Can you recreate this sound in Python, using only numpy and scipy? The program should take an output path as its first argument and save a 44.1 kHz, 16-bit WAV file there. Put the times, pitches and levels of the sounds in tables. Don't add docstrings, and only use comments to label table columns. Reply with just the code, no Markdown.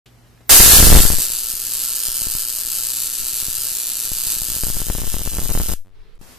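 import sys
import numpy as np
from scipy import signal
from scipy.fft import rfft, irfft
from scipy.io import wavfile
from scipy.ndimage import uniform_filter1d, minimum_filter1d

SR = 44100
rng = np.random.default_rng(int(sys.argv[2]) if len(sys.argv) > 2 else 0)


def master_out(mix):
    frames = np.transpose(np.atleast_2d(mix))
    ceiling = np.clip(frames, -1, 1)
    pcm = np.round(ceiling * 32767).astype(np.int16)
    wavfile.write(sys.argv[1], SR, pcm)


def nominal_scale(level):
    x = np.asarray(level, float) / 20
    return 10 ** x


N = 281710
TIME = np.arange(N) / SR
MAINS_HZ = 60.002
OFF_S, CUT_S = 5.742, 6.179

# (t/s, level/dB, left minus right/dB, room share/dB)
SPARK_LEVELS = [(0.4935, -16, -2, 7.5), (0.51, 2, 0.5, -8.5), (0.67, -10.5, 0.5, -4), (1.44, -30, 1, -2.5),
                (2.04, -26.5, 0, -4), (2.54, -29, 1.5, -4), (2.82, -27.5, 1.5, -4), (4.13, -27.5, 0.5, -4),
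                (4.31, -24.5, 0, -5), (4.41, -27, 1.5, -5), (4.66, -26.5, 0, -5), (4.78, -28.5, 1, -4),
                (5.3, -31.5, 0.5, -5), (5.73, -28, 1.5, -5.5), (5.74, -31.5, 0.5, -10.5)]


def firings():
    half = np.arange(int(N / SR * 2 * MAINS_HZ))
    odd = (half % 2)[:, None]
    u = rng.random((len(half), 3, 3))
    spread_s = np.where(odd, [.0022, .0014, .0014], [.0013, .0018, .0014])
    wait_s = np.cumsum(u[:, :, 0] * spread_s + [0, .0011, .0010], axis=1)
    first_s = np.where(odd, .0004, .0008)
    s = (first_s + half[:, None] / (2 * MAINS_HZ)) + wait_s
    size = nominal_scale(1.5 - 4.8 * u[:, :, 1] ** 4 + [0, -1.5, -3] - 2.6 * odd)
    happens = u[:, :, 2] < [1, .55, .14]
    fired = happens & (s > SPARK_LEVELS[0][0]) & (s < OFF_S)
    return s[fired], size[fired]


def sparks(s, size):
    # (f/Hz, level per Hz/dB)
    crack_colour = [(100, -40), (200, -27), (500, -25), (1000, -23), (2100, -18.5), (3000, -9),
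                    (3500, -6.5), (4500, -4), (6200, -1), (8000, 1.5), (12000, 4), (14300, 2.5)]
    # (f/Hz, width/Hz, level/dB)
    panel_rings = [(273, 23, 9.5), (390, 20, -6.5), (473, 8.3, -6.5), (658, 8, -1), (1077, 25, -5.5),
                   (1369, 45, 2.5), (1656, 190, -1.5)]
    # (t/s, level/dB)
    overload = [
        (.49, 11),
        (.75, 17),
        (1.0, 13),
        (1.15, 8.5),
    ]
    # (t/s, share of shade 0-1)
    shade_course = [
        (4.75, 0),
        (4.95, 0.87),
        (5.75, 0.79),
    ]
    # (f/Hz, width/Hz, gain)
    shade_bands = [
        (4450, 880, -0.61),
        (2900, 2000, 0.47),
    ]

    echo_ms, strength, late_us = view(s)
    gap = rng.integers(0, 4, len(s))
    echo_ms = echo_ms + .006 * (gap - 1.5)
    strength = np.minimum(1.7 * strength, .95)
    paths = [(0, 1),
             (.45 * echo_ms, 0.54 * strength),
             (echo_ms, -strength),
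             (1.9 * echo_ms, .25)]
    near = 0
    for lag_ms, gain in paths:
        wander = rng.standard_normal((len(s), 4)).T
        left_late_s = late_us * 1e-6 * np.array([[1], [0]])
        lag_s = lag_ms / 1000 + left_late_s + 9e-6 * wander[:2]
        near = near + clicks(s + lag_s, size * gain * (1 + .2 * wander[2:]))

    both = np.ones((2, 1))
    wet = 0
    for k in range(4):
        one_gap = clicks(both * s, both * size * (gap == k))
        wet = wet + signal.fftconvolve(one_gap, room_tail(), axes=1)[:, :N]
    at, heard_db, pan_db, room_db = np.transpose(SPARK_LEVELS)
    mix = level(near, 0) + nominal_scale(np.interp(TIME, at, room_db)) * level(wet, 0)

    ring = 0
    for hz, width, db in panel_rings:
        ring = ring + nominal_scale(db) * signal.lfilter(*signal.iirpeak(hz, hz / width, SR), mix)
    sound = level(colour(mix + nominal_scale(7.5) * ring, crack_colour), -1.68)

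    shade = np.interp(TIME, *np.transpose(shade_course))
    change = 0
    for hz, width, gain in shade_bands:
        change = change + gain * signal.lfilter(*signal.iirpeak(hz, hz / width, SR), sound)
    sound = sound + shade * change

    db = np.interp(TIME, at, heard_db) + np.interp(TIME, *np.transpose(overload))
    balance_db = np.interp(TIME, at, pan_db) * np.array([[.5], [-.5]])
    return sound * nominal_scale(db + balance_db)


def view(s):
    # (t/s, base-plate echo/ms, echo strength, left microphone late/us)
    stands = [(.5, .58, .8, 45), (1.05, 0.55, 0.76, 26), (1.25, 0.59, 0.99, 29), (1.55, 0.56, 0.48, 17.6),
              (4.6, .545, 0.35, 22.7), (5.75, 0.53, 0.33, 56)]
    at, *cols = np.transpose(stands)
    knots = np.arange(50)
    sway_s, sway_sizes = .15, np.array([[0.021], [0.09], [3.7]])
    sway = rng.standard_normal((len(knots), 3)).T * sway_sizes
    return [np.interp(s, at, c) + np.interp(s, knots * sway_s, w) for c, w in zip(cols, sway)]


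def room_tail():
    age = TIME[:SR // 3]
    noise = rng.standard_normal((3, len(age)))
    low = signal.lfilter(*signal.butter(2, 4500, fs=SR), noise)
    treble = (noise[:2] - low[:2]) * (nominal_scale(-60 * age / .12) + .25 * nominal_scale(-60 * age / .3))
    bass = (1.3 * low[:2] + 1.87 * low[2]) * nominal_scale(-60 * age / 0.16)
    return (treble + bass) * (1 - np.exp(-age / 0.0057))


def jolts(s, size):
    at, step = arcs()
    heard_db = np.minimum(np.interp(s, *np.transpose(SPARK_LEVELS)[:2]), -18)
    dip = -size * np.minimum(rng.exponential(1, len(s)), 2) * nominal_scale(heard_db - 18.5)
    kicks = clicks(np.array([at, at]), step) + clicks(np.array([s, s]), dip * [[1], [.6]])
    swing = signal.lfilter(*signal.butter(1, 4500, fs=SR), bias_swing(kicks))
    return swing * (TIME < CUT_S)


def arcs():
    # (t/s, left step/%, right step/%, share
    strong_arcs = [(.52, -20.5, 58, 1.3), (0.539, -16.5, -26, 0.096), (0.6013, -118, -120, 0.48),
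                   (.635, -45, -6, -0.53), (0.6619, -62.5, -18, -0.18), (0.6784, -57, -29.5, -0.12),
                   (.6998, -40.5, -26, -0.31), (.721, -44.5, -23, 0.17), (0.7347, -94, -62, .35),
                   (0.768, -38.5, -67.5, 0.061), (0.786, 45.5, 28.5, 1.4), (.8025, -88, -109, .25),
                   (0.8182, -25, -37.5, 0.76), (.828, -100, -87, 0.73), (0.8446, -52.5, -20, -1.1),
                   (.87, -28.5, -133, 0.57), (0.886, 21, 40, 1.1), (0.9023, -99, -58, 0.058),
                   (0.9104, 44, -78, -0.32), (.92, -117, -70.5, 1.2), (.944, -89, -6, -0.22),
                   (0.9524, -100, -124, 0.21), (0.9627, 118, 47, 1.2), (0.977, 88, 9.5, -1.1),
                   (1.0045, -96, -27, 0.29), (1.0525, -78, -15, -0.12), (1.1027, -71, -9, 0.11),
                   (1.118, -29, -4, 0.58), (1.135, -28, -15, 0.51), (1.185, -17.5, -2, 0),
                   (4.6358, -31, -11, -0.16), (4.668, -21, -1, 0), (4.684, -12, -7, -0.26),
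             (4.701, -25, -3.5, -0.19), (4.7686, -24, 0, 0.3), (4.8184, -22, -10, -0.096),
             (4.8683, -14, 2, 0.18), (4.8858, 13, 4, -0.076), (4.9007, -47, -21, 0.25),
             (4.9512, -28, -7.5, -0.35), (4.984, -17, -12, 0.46), (5.001, -17, 6, -0.23),
             (5.0184, -22, -5, -0.16), (5.0352, -14.5, -4.5, -1.1), (5.069, -17, 5, 1.26),
             (5.1421, -33, -9, 0.29), (5.1672, -18, -11, 0), (5.2171, -13, -8, -0.15),
             (5.2754, -32, -8, -0.053), (5.3851, -18, -27, .8), (5.434, -25, 11, -0.36),
             (5.4934, -21, -10, .9), (5.509, 26, 5, 1), (5.5515, -24, -36, -.4), (5.5757, 36, 16, .2),
             (5.6004, -36, -21, 0.54), (5.6175, -23, -1, 0.19), (5.6924, 29, -2, 1),
             (5.7167, -18.5, -9, .8), (5.7364, -22, -7, 0)]
    # (t/s, left step/%)
    far = [(1.202, -9), (1.302, -4), (1.5367, -4.5), (2.0854, -6.5), (2.218, -5.5), (2.2692, -12.5),
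           (2.352, -9.5), (2.653, -3.5), (3.2014, -3), (3.2188, -2.5), (3.2358, -2.5), (3.334, -2.5),
           (3.427, -4.5), (3.484, -9), (3.585, -3.5), (3.7177, -3), (4.0494, -2), (4.118, -14),
           (4.1674, -2), (4.269, -6), (4.367, -6.5), (4.419, -10.5), (4.487, -7), (4.502, -7),
           (4.518, -6.5), (4.545, -5), (4.566, -10)]
    # (t/s, level/dB of full scale)
    field = [(.49, -16), (.98, -10), (1.03, -20), (1.25, -36.5), (1.5, -47), (1.6, -51), (4.2, -53),
             (4.6, -30.5), (5.0, -30), (5.75, -17)]
    give_back_s = .0078

    far_both = [(s, step, 0.35 * step, 0) for s, step in far]
    at, left, right, back = np.transpose(strong_arcs + far_both)
    strong = np.array([left, right]) / 100

    half = np.arange(int(OFF_S * 2 * MAINS_HZ))
    u = rng.standard_normal((len(half), 3)).T
    when = (half + .22 + .08 * u[2]) / (2 * MAINS_HZ)
    alike, right_gain = 0.95, 0.88
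    right_u = right_gain * (alike * u[0] + np.sqrt(1 - alike ** 2) * u[1])
    plain = np.abs(u[2]) ** .6 * np.array([u[0], right_u])
    plain = plain * nominal_scale(np.interp(when, *np.transpose(field), left=-120))
    distance_s = np.abs(when[:, None] - at - give_back_s / 2).min(axis=1)
    plain = plain * (distance_s > give_back_s)
    return np.hstack([at, at + give_back_s, when]), np.hstack([strong, -back * strong, plain])


def gain_climb():
    k = np.arange(11)
    blocks = 5.8499 + 512 / 48000 * k
    climb = 0.27 + 0.78 * np.exp(-.5 * ((k - 2) / 1.5) ** 2)
    steps = clicks(np.array([blocks, blocks]), climb * [[1.1], [.8]] / 100)
    return bias_swing(steps) * (TIME < CUT_S)


def bias_swing(kicks):
    w, q = 2 * np.pi * 6, .9
    return signal.lfilter(*signal.bilinear([1, 0], [1, w / q, w * w], SR), kicks * SR)


def rustles():
    # (t/s, peak/dB, f/Hz, length/ms)
    events = [
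        (0.061, -48.5, 3170, 17),
        (.27, -63, 5000, 12),
        (.376, -55, 1780, 4),
        (.406, -45.5, 550, 8.9),
        (.412, -54, 2596, 6),
        (0.4943, -12.5, 1290, 7.6),
        (6.152, -63, 8820, 8),
    ]
    out = 0
    for s, db, hz, ms in events:
        band = signal.lfilter(*signal.iirpeak(hz, 2.5, SR), rng.standard_normal(N))
        out = out + level(band, db) * (TIME > s) * np.exp(-np.abs(TIME - s) * 1000 / ms)
    return out


def hums():
    # (f/Hz, level/dB rms)
    idle = [
        (118.4, -54),
        (242, -68.5),
        (12300, -75),
        (13200, -74.5),
    ]
    # (f/Hz, level/dB rms)
    loaded = [(118.4, -58.5), (236, -67.5), (176, -71.5), (294, -64), (415, -62.5), (535, -66.5)]
    before = tones(idle, 1.2) * (TIME > .058) * (TIME < .5)
    return before + tones(loaded, 1.7) * (TIME > .5) * (TIME < OFF_S)


def bench_room():
    # (t/s, level/dB)
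    spans = [
        [(.058, -62), (.06, -51.5), (.1, -55), (.3, -54.5), (.48, -56), (.493, -52)],
        [(5.8, -80), (5.89, -69), (5.96, -59), (6.0, -57), (6.1, -57), (6.179, -60)],
    ]
    # (f/Hz, level per Hz/dB)
    shapes = [
        [(25, -20), (54, -6), (120, -16.5), (250, -18), (500, -24), (1500, -29.5), (5000, -35.5), (14300, -42)],
        [(25, 4.5), (50, -14.5), (120, -22), (300, -32), (430, -21.5), (550, -34.5), (2000, -36), (4800, -40.5),
         (6500, -52.5), (14300, -56.5)],
    ]
    return sum(air(shape, curve(span), 0.66) for span, shape in zip(spans, shapes))


def second_room():
    # (t/s, level/dB)
    hiss = [(6.191, -60), (6.211, -57.5), (6.213, -46.5), (6.25, -46.5), (6.319, -44.5), (6.388, -47)]
    # (f/Hz, level per Hz/dB)
    hiss_colour = [(15, -37), (25, 1.5), (204, -9), (396, -13.5), (622, -14), (977, -14.5), (1150, -16),
                   (1460, -17.5), (14300, -22.5)]
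    # (t/s, left/%, right/%, rise/ms, decay/ms)
    offsets = [
        (6.179, .4, -0.19, .1, 300),
        (6.192, -3, -0.56, 2, 83),
        (6.2128, 4, 0.82, .2, 62),
        (6.2146, -2.5, -2.3, .1, 6.5),
    ]
    out = 0
    for s, left, right, rise_ms, decay_ms in offsets:
        age_ms = np.maximum(TIME - s, 0) * 1000
        shape = (1 - np.exp(-age_ms / rise_ms)) * np.exp(-age_ms / decay_ms)
        out = out + np.array([[left], [right]]) / 100 * shape
    return out + air(hiss_colour, curve(hiss), .5)


def tones(lines, flicker_db):
    out = 0
    for hz, db in lines:
        waver = np.interp(TIME, np.arange(80) * .08, rng.standard_normal(80))
        out = out + np.sqrt(2) * nominal_scale(db + flicker_db * waver) * np.sin(2 * np.pi * hz * TIME)
    return out


def air(points, db, alike):
    noise = rng.standard_normal((3, N))
    mixed = alike * noise[2] + np.sqrt(1 - min(alike, 1) ** 2) * noise[:2]
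    x = colour(mixed, points)
    upper = signal.sosfilt(signal.butter(2, 200, "high", fs=SR, output="sos"), x)
    return x * nominal_scale(db) / upper.std()


def level(x, db):
    return x * nominal_scale(db) / np.sqrt(np.mean(x ** 2))


def curve(table, column=1):
    rows = np.array(table, float)
    return np.interp(TIME, rows[:, 0], rows[:, column], left=-120, right=-120)


def colour(x, points):
    hz, db = np.transpose(points)
    grid = np.fft.rfftfreq(4096, 1 / SR)
    shape_db = np.interp(np.log(grid + 1), np.log(hz), np.maximum(db, -70))
    cep = irfft(np.log(nominal_scale(shape_db)))
    cep[1:2048] *= 2
    cep[2049:] = 0
    response = irfft(np.exp(rfft(cep)))
    return signal.fftconvolve(x, response[None], axes=1)[:, :N]


def clicks(s, size):
    out = np.zeros((2, N + 16))
    at = np.clip(s * SR, 0, N - 1)
    tap = np.arange(-7, 9)
    for ch in range(2):
        off = tap - (at[ch] % 1)[:, None]
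        shape = np.sinc(off) * np.cos(np.pi * off / 16) ** 2
        np.add.at(out[ch], at[ch].astype(int)[:, None] + tap + 7, size[ch][:, None] * shape)
    return out[:, 7:N + 7]


def scene():
    s, size = firings()
    coil = sparks(s, size) + jolts(s, size) + gain_climb()
    return coil + rustles() + hums() + bench_room() + second_room()


def starve(x):
    hz, _, z = signal.stft(x, SR, nperseg=2048)
    f = hz[:, None]
    power = uniform_filter1d(np.mean(np.abs(z) ** 2, axis=0), size=2, axis=1)
    narrow = uniform_filter1d(power, size=5, axis=0)
    wide = uniform_filter1d(power, size=26, axis=0)
    total = power.sum(axis=0) + 1e-12
    bass = uniform_filter1d(power[hz < 300].sum(axis=0) / total, size=3)
    bass = np.maximum(bass, np.minimum(4 * total / total.max(), 1))
    steady = minimum_filter1d(total, size=7) > .003 * total
    reach = (f > 3100 - 1200 * bass) & (f < 4100 + 1500 * bass)
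    poorest_db = 5.5 * np.exp(-((f - 3540) / 120) ** 2) * (1 - bass)
    luck = uniform_filter1d(rng.standard_normal(power.shape), size=8, axis=0)
    luck_db = 13 * uniform_filter1d(luck, size=2)
    limit_db = -8.0 + 2.6 * bass + poorest_db + luck_db
    weak = (narrow < wide * nominal_scale(limit_db) ** 2) & reach & steady
    kept = minimum_filter1d(np.where(weak, .02, 1), size=5, axis=0)
    return signal.istft(z * kept, SR, nperseg=2048)[1][:, :N]


def band_limit(x):
    return signal.sosfilt(signal.butter(12, 15540, fs=SR, output="sos"), x)


def record(dry):
    # (f/Hz, level/dB)
    leak_colour = [(14300, 0), (14650, -6), (15100, -24), (15800, -55)]
    held = np.clip(dry, -1.0, 1.0)
    cut = signal.sosfiltfilt(signal.ellip(10, .15, 35, 14300, fs=SR, output="sos"), held)
    above = held - cut
    sharp = uniform_filter1d(above ** 2, size=90) > 2.7 * uniform_filter1d(above ** 2, size=1500)
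    leak = nominal_scale(-9) * colour(above, leak_colour) * uniform_filter1d(1. * sharp, size=120)
    return band_limit(starve(cut) + leak)


dry = scene()
out = record(dry)
master_out(out)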